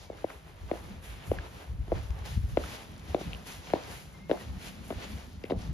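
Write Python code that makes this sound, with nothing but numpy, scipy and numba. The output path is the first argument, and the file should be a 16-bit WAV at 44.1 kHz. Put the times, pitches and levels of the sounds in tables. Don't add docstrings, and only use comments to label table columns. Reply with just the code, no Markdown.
import sys
import numpy as np
from scipy import signal
from scipy.fft import rfft, irfft
from scipy.io import wavfile
from scipy.ndimage import uniform_filter1d
from numba import njit

SR = 44100
rng = np.random.default_rng(int(sys.argv[2]) if len(sys.argv) > 2 else 0)


def bounce(signal):
    frames = np.transpose(np.atleast_2d(signal))
    limited = np.clip(frames, -1, 1)
    pcm = np.round(limited * 32767).astype(np.int16)
    wavfile.write(sys.argv[1], SR, pcm)


N = 252693

# [t/s, knock level/dB, knock f/Hz at its peak,
# crack level/dB re knock, echo level/dB re knock, sole level/dB re knock]
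HEEL_BLOWS = [(.1, -27.5, 526, -18, -14, -13), (0.13, -42, 610, -6, -9, -2),
              (.243, -17, 556, -18, -29, -10), (0.7137, -17, 554, -13, -15, -5),
              (1.3154, -14.5, 493, -16.5, -20, -18.5), (1.879, -43.5, 585, -2, -4, 8),
              (1.9185, -16, 529, -18, -23, -12.5), (1.9247, -19.5, 562, -23, -23, -6),
              (2.5718, -11.5, 533, -8.5, -17, -9), (3.1454, -13.5, 567, -14, -18.5, -5.5),
              (3.211, -31.5, 590, -8, -25, 2.5), (3.7353, -11, 575, -9, -17, -6.5),
              (3.7553, -30, 503, -20, -13, -25), (4.2956, -22, 500, -11, -3, -11),
              (4.302, -25.5, 500, -3.5, -25, 0), (4.3127, -11.5, 510, -15, -15.5, -13),
              (4.9042, -25.5, 560, -6, -34, -5), (4.9088, -29, 564, -6, -25, 3.5),
              (4.9246, -30.5, 544, -6, -34, -3), (5.4398, -27.5, 413, -17, -18, -10),
              (5.4991, -31.5, 550, -1, -3, -3), (5.507, -20.5, 570, -8.5, -19, -3),
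              (5.5195, -18, 435, -15, -18, -6.5), (5.531, -32, 535, -20, -26, -12)]
# [f/Hz, level/dB, t60/s]
TIP_MODES = [(1080, 2, 0.0092), (1325, 0, 0.007), (1660, 1.5, 0.0057), (2095, 2, 0.0072), (2556, 0, 0.0044),
             (3060, 0.5, 0.0039), (3700, -4, 0.0032), (4370, -15, 0.0034), (5540, -22, 0.0033)]
KNOCK_CYCLES, KNOCK_PEAK_CYCLES = 3.1, 1.55
KNOCK_SAG = .24
SOLE_PITCH_SHARE, SOLE_START_CYCLES, SOLE_T60_S = .6, 2.7, .022
GRIT_DB, GRIT_T60_S, GRIT_HZ = -2, 0.012, (940, 3420)
CONTACT_S, CRACK_TOP_HZ = 0.00032, 4250
ECHO_START_S, ECHO_RISE_S, ECHO_HZ, ECHO_WIDTH_HZ = 0.013, 0.0063, 500, 485
ECHO_T60_S, ECHO_T60_S_PER_DB = 0.19, -0.0019
SHADOW_HZ = 680


def heel_knock(t, hz, sole_db):
    cycles = hz * t
    press = np.sin(np.pi * np.clip(cycles / KNOCK_CYCLES, 0, 1)) ** 1.3
    sagging_cycles = (1 - np.exp(-KNOCK_SAG * (cycles - KNOCK_PEAK_CYCLES))) / KNOCK_SAG
    knock = press * np.cos(2 * np.pi * sagging_cycles)
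    after = np.maximum(t - SOLE_START_CYCLES / hz, 0)
    sole = np.sin(2 * np.pi * SOLE_PITCH_SHARE * hz * after) * 1000 ** (-after / SOLE_T60_S)
    return knock + undb(sole_db) * sole


def heel_crack(t):
    detune = 1 + 0.073 * rng.standard_normal(len(TIP_MODES))
    tip = 0
    for (hz, db, t60), factor in zip(TIP_MODES, detune):
        tip = tip + undb(db) * np.sin(2 * np.pi * hz * factor * t) * 1000 ** (-t / t60)
    grit_band = signal.butter(2, GRIT_HZ, "band", fs=SR)
    grit = signal.lfilter(*grit_band, rng.standard_normal(len(t)) * 1000 ** (-t / GRIT_T60_S))
    bite = 1 - np.exp(-(t / CONTACT_S) ** 2)
    return signal.lfilter(*signal.butter(4, CRACK_TOP_HZ, fs=SR), (tip + undb(GRIT_DB) * grit) * bite)


def heel_echo(t, knock_db):
    t60 = ECHO_T60_S + ECHO_T60_S_PER_DB * (knock_db + 16.0)
    noise = rng.standard_normal((3, len(t)))
    noise = noise * undb(1.5 * rng.standard_normal(len(t) // 128 + 1)).repeat(128)[:len(t)]
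    edges = [ECHO_HZ - ECHO_WIDTH_HZ / 2, ECHO_HZ + ECHO_WIDTH_HZ / 2]
    scatter = signal.lfilter(*signal.butter(3, edges, "band", fs=SR), noise[0] + 1.3 * noise[1:])
    return unit(scatter) * 1000 ** (-t / t60) * np.clip((t - ECHO_START_S) / ECHO_RISE_S, 0, 1)


def heels():
    out, t = np.zeros((2, N)), np.arange(int(.3 * SR)) / SR
    shadow = signal.butter(1, SHADOW_HZ, fs=SR)
    for s, db, hz, crack_db, echo_db, sole_db in HEEL_BLOWS:
        knock = heel_knock(t, hz, sole_db)
        crack = undb(crack_db) * heel_crack(t)
        echo = undb(echo_db) * heel_echo(t, db)
        left = knock + crack
        right = 1.05 * signal.lfilter(*shadow, knock) + .55 * np.roll(crack, shift=5)
        add(out, undb(db) * (np.array([1.19 * left, 1.08 * right]) + echo), s)
    return out


# [t/s, peak level/dB before the phase shift, centre f/Hz,
# width of each filter pass as a share of centre, scrape t60/s, left minus right/dB]
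SOLE_AND_GRIT_TICKS = [(.186, -43, 1300, .7, .01, 0), (0.3012, -34, 1240, 0.67, 0.014, 5),
                       (.304, -36, 1950, 0.5, .008, -1), (.689, -49, 900, .8, 0.04, -13),
                       (0.696, -43, 790, .8, 0.057, -10), (1.3865, -30, 1530, 0.47, 0.014, -1),
                       (1.389, -41, 2000, 0.5, .008, 0), (2.033, -46, 11500, .5, .02, 0),
                       (2.106, -33.5, 1490, 2.5, 0.0096, 2), (2.171, -57, 10500, 0.45, .01, 0),
                       (2.19, -41, 2800, 2.4, 0.012, -6), (2.259, -37.5, 820, 0.57, 0.074, -5),
                       (2.26, -34, 4500, 2.4, .006, 0), (2.577, -35, 1600, 1.1, 0.038, 7),
                       (2.638, -40, 2600, 0.56, .006, 0), (2.638, -32, 1240, 0.49, 0.02, -10),
                       (2.66, -44, 10000, .15, .015, -5), (2.918, -51, 11000, .3, .006, 0),
                       (2.943, -54, 10500, .4, .008, 0), (2.964, -47, 4200, .4, .004, 0),
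                       (2.98, -38, 7500, 2., .004, 0), (2.996, -40, 6000, 2., .004, 4),
                       (3.043, -50, 11000, .4, .005, 0), (3.053, -50, 10500, .3, .006, 0),
                       (3.085, -54, 10500, .3, .006, 0), (3.098, -40, 9000, 1.8, .004, 1),
                       (3.146, -37, 3850, .25, 0.0045, 4), (3.3325, -28, 2730, 0.34, 0.0028, 9),
                       (3.3327, -49, 10000, .4, .004, 8), (3.339, -48, 10500, .5, .015, 0),
                       (3.3405, -46, 3700, .5, .02, 0), (3.348, -34.5, 2880, 0.23, 0.0048, -5),
                       (3.3725, -48, 11000, .25, .012, 0), (3.702, -35, 2400, 0.7, .006, -4),
                       (3.7025, -38, 620, 0.91, 0.036, -5), (3.736, -35, 4160, .3, 0.0037, 2),
                       (3.751, -37, 4000, .6, .005, 0), (4.313, -36.5, 3650, 0.28, .005, 8),
                       (4.319, -36, 2900, .7, .012, 4), (3.781, -44, 1900, .4, .005, 0),
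                       (4.33, -45, 1900, .4, .01, 0), (4.374, -35, 1000, 1.2, .01, 4),
                       (5.335, -53, 12500, .3, .01, 0), (5.4384, -37, 2530, 0.37, .004, 7),
                       (5.4386, -43.5, 4970, 0.17, .004, 7), (5.4416, -37, 2180, .4, 0.0045, 8),
                       (5.451, -43, 2380, 0.59, 0.049, 5), (5.499, -39.5, 3300, 0.54, 0.035, 3),
                       (5.504, -37, 3400, .5, .008, 9), (5.512, -41, 3600, 0.41, 0.035, 7)]


def ticks():
    out, t = np.zeros((2, N)), np.arange(int(.06 * SR)) / SR
    for s, db, hz, width, t60, pan_db in SOLE_AND_GRIT_TICKS:
        scrape = rng.standard_normal(len(t)) * 1000 ** (-t / t60)
        scrape[0] = 6.1
        burst = resonate(scrape, np.full(len(t), 1. * hz), 1. * width, passes=2)
        port_gains = undb([db + pan_db / 2, db - pan_db / 2])
        add(out, np.outer(port_gains, burst / np.abs(burst).max()), s)
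    lead = over_log_hz(PORT_LEAD, np.fft.rfftfreq(N, 1 / SR) + 1)
    return irfft(rfft(out) * np.exp(.5j * np.outer([1, -1], lead)), N)


# [f/Hz, relative spectral level/dB]
COAT_SPECTRUM = [(150, -34), (250, -5), (330, -4), (800, -5), (1210, -6.5), (2100, -4), (3060, -4.5),
                 (7020, -12), (8320, -21), (10200, -17), (12100, -21), (13800, -19), (14500, -43),
                 (16000, -50)]
# [t/s, gain of the upper half and loss of the lower half of the mid band/dB]
RUB_BRIGHTNESS = [(0, 6.5), (.15, 0.5), (.45, -2), (.9, 0.5), (1.08, -3.5), (1.25, -3.5), (1.4, 0.5),
                  (2.3, 0), (2.52, -0.5), (2.7, 0.5), (3.08, -0.5), (3.6, 1), (3.8, 0), (4.1, 1),
                  (4.45, 0.5), (4.7, 0), (4.85, -1), (5.3, 1.5), (5.73, 0)]


def coat():
    top_db, mid_db, low_db = coat_levels()
    hz = np.fft.rfftfreq(N, 1 / SR) + 1
    colour = undb(over_log_hz(COAT_SPECTRUM, hz))
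    low, top = 1 / (1 + (hz / 1100.) ** 4), 1 / (1 + (8200. / hz) ** 8)
    mid, upper = 1 - low - top, 1 / (1 + (3400. / hz) ** 6)
    tilt_db, = curve(RUB_BRIGHTNESS)
    bands = ((low, low_db),
             (mid * (1 - upper), mid_db - 1.9 - tilt_db),
             (mid * upper, mid_db - 5.5 + tilt_db),
             (top, top_db))
    out, common_flicker_db = 0, 1.2 * walk(30)
    for share, db in bands:
        crinkle = undb(1.44 * rng.exponential(size=N // 24 + 1)).repeat(24)[:N]
        noises = crinkle * rng.standard_normal((3, N))
        band = unit(at_ports(*noises, colour * np.sqrt(np.clip(share, 0, 1))))
        out = out + band * undb(db + common_flicker_db + 1.1 * walk(16))
    return out


# [t/s where the hold starts, top band level/dB, # mid band level/dB re top, low
# band level/dB re top, rise/s, hold/s, fade/s]
SWISHES_AND_SCUFFS = [(0.007, -64.5, 7.5, 10.5, 0.096, 0.034, 0.095),
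                      (0.19, -68.5, 10.5, 16.5, 0.2, 0.062, 0.056), (0.302, -62, 6.5, 11.5, 0.15, 0.011, 0.37),
                      (0.71, -69.5, 9.5, 13.5, 0.51, 0.078, 0.042), (0.757, -63.5, 7, 11.5, 0.22, 0.0094, 0.7),
                      (1.04, -58, 5.5, -15, 0.045, 0.041, 0.25), (1.17, -75.5, 15.5, 19, 1, 0.12, 0.23),
                      (1.272, -54.5, -4, 2.5, 0.042, 0.0094, 0.23), (1.409, -70, 17, 22.5, 0.33, 0.057, 0.05),
                      (1.539, -63, 8.5, 11, 0.21, 0.1, 0.15), (1.962, -66.5, 13.5, 19.5, 0.081, 0.0042, 0.21),
                      (2.032, -63, 6, 11.5, 0.56, 0.002, 0.14), (2.198, -65.5, 7, 15, 0.29, 0.001, 0.46),
                      (2.256, -53, 5.5, 3, 0.02, 0.041, 0.21), (2.426, -74.5, 4, 11, .2, .03, 0.22),
                      (2.49, -62.5, 2.5, 3, 0.038, 0.027, 0.068), (2.607, -58.5, 8.5, 14, 0.11, 0.042, 0.48),
                      (2.729, -55, 6.5, -5, 0.21, 0.033, 0.18), (2.98, -69, 5, -4, .25, .04, 0.22),
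                      (3.09, -62.5, 10, 12.5, 0.11, 0.032, 0.2), (3.201, -58, 9.5, 10, 0.028, 0.042, 0.14),
                      (3.338, -67, 10.5, 15.5, 0.23, 0.018, 0.15), (3.471, -50.5, 4.5, 2.5, 0.032, 0.043, 0.12),
                      (3.66, -65, 11.5, 0, 0.92, 0.064, 0.42), (3.81, -63.5, 9.5, 17, 0.66, 0.034, 0.57),
                      (3.914, -54.5, 4.5, -0.5, 0.16, 0.054, 0.23), (4.132, -66, -11, -9, 0.033, 0.0074, 0.036),
                      (4.295, -64.5, 8.5, 4, 0.014, 0.13, 0.043), (4.415, -64.5, 9, 12, 0.34, 0.001, 0.75),
                      (4.622, -53, 7, 0, 0.059, 0.055, 0.13), (4.877, -57, -1, -10, 0.088, 0.017, 0.2),
                      (5.025, -64.5, 15.5, 18.5, 0.49, 0.022, 0.09), (5.075, -62, 8.5, 10, 0.035, 0.16, 0.26),
                      (5.52, -66.5, 6.5, 12, 0.2, 0.002, 0.053), (5.606, -66, 11.5, 13, 0.16, 0.034, 0.31)]
# [top band level/dB, mid band level/dB re top, low band level/dB re top]
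COAT_REST = (-84, -12, 10.5)


def coat_levels():
    t = np.arange(0, N, 64) / SR
    rest_db, rest_mid_db, rest_low_db = COAT_REST
    shapes = []
    for s, db, _, _, rise, hold, fade in SWISHES_AND_SCUFFS:
        slope = np.maximum((s - t) / rise, (t - s - hold) / fade)
        shapes.append(db - 20 * np.maximum(slope, 0))
    swishes = np.array(SWISHES_AND_SCUFFS)
    levels = []
    for rest_re_db, swish_re_db in ((0, np.zeros(len(swishes))),
                                    (rest_mid_db, swishes[:, 2]),
                                    (rest_low_db, swishes[:, 3])):
        band_db = power_sum([rest_db + rest_re_db] + [x + re for x, re in zip(shapes, swish_re_db)])
        levels.append(np.interp(np.arange(N) / SR, t, band_db))
    return levels


# [t/s, rumble level/dB, flutter level/dB, flutter centre f/Hz]
WIND_SWELL = [(0, -51, -57, 157), (.43, -56, -61.5, 157), (.75, -44.5, -56, 158), (1.2, -51.5, -55, 155),
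              (1.65, -51, -61, 149), (1.9, -42.5, -51.5, 142), (2.3, -37, -46.5, 147),
              (2.45, -35.5, -54, 145), (2.6, -39, -47, 149), (2.72, -50.5, -53.5, 160),
              (3.05, -48.5, -51.5, 157), (3.32, -43, -46, 163), (3.45, -52.5, -56, 156),
              (4.0, -51, -52, 162), (4.29, -53.5, -50.5, 178), (4.53, -46.5, -47, 174),
              (4.9, -48.5, -49.5, 185), (5.36, -46, -54, 196), (5.57, -41, -45, 192), (5.73, -60, -51, 167)]
# [peak t/s, level/dB, time from peak to -6 dB/s, flutter level/dB re buffet]
WIND_BUFFETS = [(0.361, -45, .02, -14), (0.64, -37, 0.032, -34), (0.925, -43, 0.036, -6.5),
                (1.11, -36.5, 0.028, -24), (1.31, -33.5, 0.026, -8), (1.381, -35, 0.019, -15),
                (1.562, -45, 0.028, -4.5), (1.731, -30, 0.027, -22), (1.811, -30.5, 0.027, -28),
                (1.95, -28.5, 0.048, -28), (1.993, -31.5, 0.014, -31), (2.106, -26, 0.0083, -19),
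                (2.374, -26, 0.0096, -8), (2.433, -28, 0.031, -13.5), (2.539, -25, 0.012, -21),
                (3.109, -37, 0.017, -15), (3.282, -33.5, 0.017, -1), (3.332, -37, 0.026, -17),
                (3.737, -51, 0.041, -3), (4.505, -35.5, 0.041, -20), (4.566, -35, 0.012, -26),
                (4.817, -37, 0.0083, -11), (4.976, -36, 0.012, -20), (5.165, -45, 0.033, -1),
                (5.28, -47, 0.012, -3), (5.365, -41, .025, -17), (5.568, -29.5, 0.02, -11.5),
                (5.723, -34.5, 0.071, -9)]
RUMBLE_HZ, RUMBLE_SAG_HZ_PER_DB = 63.1, 0.05


def wind():
    t = np.arange(N) / SR
    swell_db, swell_flutter_db, flutter_hz = curve(WIND_SWELL)
    bumps = [(peak_db - 6 * ((t - s) / half) ** 2, re_db) for s, peak_db, half, re_db in WIND_BUFFETS]
    rumble_db = power_sum([swell_db] + [bump for bump, _ in bumps])
    flutter_db = power_sum([swell_flutter_db] + [bump + re_db for bump, re_db in bumps])
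    rumble_hz = RUMBLE_HZ - RUMBLE_SAG_HZ_PER_DB * (rumble_db + 45.0)
    rumble = [resonate(x, rumble_hz, 1.22, passes=3) for x in rng.standard_normal((3, N))]
    wavering_hz = flutter_hz * undb(.5 * walk(3))
    flutter = [resonate(x, wavering_hz, 0.79, passes=3) for x in rng.standard_normal((3, N))]
    gust = undb(rumble_db) * unit(at_ports(*rumble, 1))
    gust = gust + undb(flutter_db) * unit(at_ports(*flutter, 1))
    return gust * undb(1.73 * walk(30))


# [t/s, f/Hz, RMS level/dB]
BIRD_GLIDES = [
    [(.05, 2320, -70), (.09, 2290, -67), (.11, 2215, -66), (.155, 2110, -70), (.21, 2070, -73)],
    [(4.137, 2075, -61.5), (4.18, 2080, -64.5)],
    [(4.183, 2090, -64), (4.24, 2155, -63), (4.32, 2180, -64), (4.37, 2110, -63), (4.4, 1970, -61),
     (4.43, 1830, -63)],
]


def bird():
    out = np.zeros((2, N))
    for glide in BIRD_GLIDES:
        hz, db = curve(glide)
        span = slice(int(glide[0][0] * SR), int(glide[-1][0] * SR))
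        level = np.sqrt(2) * undb(db + 2.5 * walk(35))
        tone = level * np.sin(2 * np.pi * np.cumsum(hz + 18 * walk(40)) / SR)
        fade = signal.windows.tukey(span.stop - span.start, .2)
        out[:, span] += tone[span] * fade * np.array([[1.2], [.8]])
    return out


# [f/Hz, shared fraction of power 0-1]
PORT_LIKENESS = [(40, .9), (150, .8), (400, .55), (1000, .2), (2500, .3), (5000, .5), (8000, .85),
                 (15000, .9)]
# [f/Hz, lead of the left/rad]
PORT_LEAD = [(20, 0), (400, .4), (2500, 1.5), (4000, 0), (6700, -1.2), (8000, -3.1), (11000, -6.2),
             (14000, -9.2), (16000, -11.2)]
# [f/Hz, left minus right/dB]
PORT_TILT = [(60, 1), (300, 0), (1000, -1), (2400, 0.5), (4400, 3.5), (8000, -0.5), (15000, 0.5)]


def at_ports(shared, left, right, gain):
    hz = np.fft.rfftfreq(N, 1 / SR) + 1
    like = np.clip(over_log_hz(PORT_LIKENESS, hz), 0, 1)
    lead, tilt_db = over_log_hz(PORT_LEAD, hz), over_log_hz(PORT_TILT, hz)
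    sign = np.array([[1], [-1]])
    common = np.sqrt(like) * rfft(shared) * np.exp(.5j * sign * lead)
    both = common + np.sqrt(1 - like) * rfft([left, right])
    return irfft(both * gain * undb(sign * tilt_db / 2), N)


@njit
def svf(x, hz, damping):
    y, band, low = np.empty(len(x)), 0., 0.
    for i in range(len(x)):
        g = np.tan(np.pi * hz[i] / SR)
        v = (band + g * (x[i] - low)) / (1 + g * (g + damping))
        band, low, y[i] = 2 * v - band, low + 2 * g * v, damping * v
    return y


def resonate(x, hz, damping, passes):
    for _ in range(passes):
        x = svf(x, hz, damping)
    return x


def walk(rate):
    k = int(SR / rate)
    steps = np.repeat(rng.standard_normal(N // k + 1), k)
    return unit(uniform_filter1d(uniform_filter1d(steps, k), k)[:N])


def undb(db):
    return 10 ** (np.asarray(db) / 20)


def unit(x):
    return x / np.sqrt(np.mean(x ** 2))


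def power_sum(dbs):
    return 10 * np.log10(sum(undb(db) ** 2 for db in dbs))


def curve(table):
    s, *columns = np.transpose(table)
    return [np.interp(np.arange(N) / SR, s, c) for c in columns]


def over_log_hz(table, hz):
    table_hz, values = np.transpose(table)
    return np.interp(np.log(hz), np.log(table_hz), values)


def add(out, x, s):
    i = int(s * SR)
    out[:, i:i + x.shape[-1]] += x[..., :N - i]


def scene():
    return heels() + ticks() + coat() + wind() + bird()


def record(dry):
    wet = signal.sosfilt(signal.butter(2, 34., "high", fs=SR, output="sos"), dry)
    return signal.sosfilt(signal.ellip(10, .2, 70, 15800, fs=SR, output="sos"), wet)


dry = scene()
out = record(dry)
bounce(out)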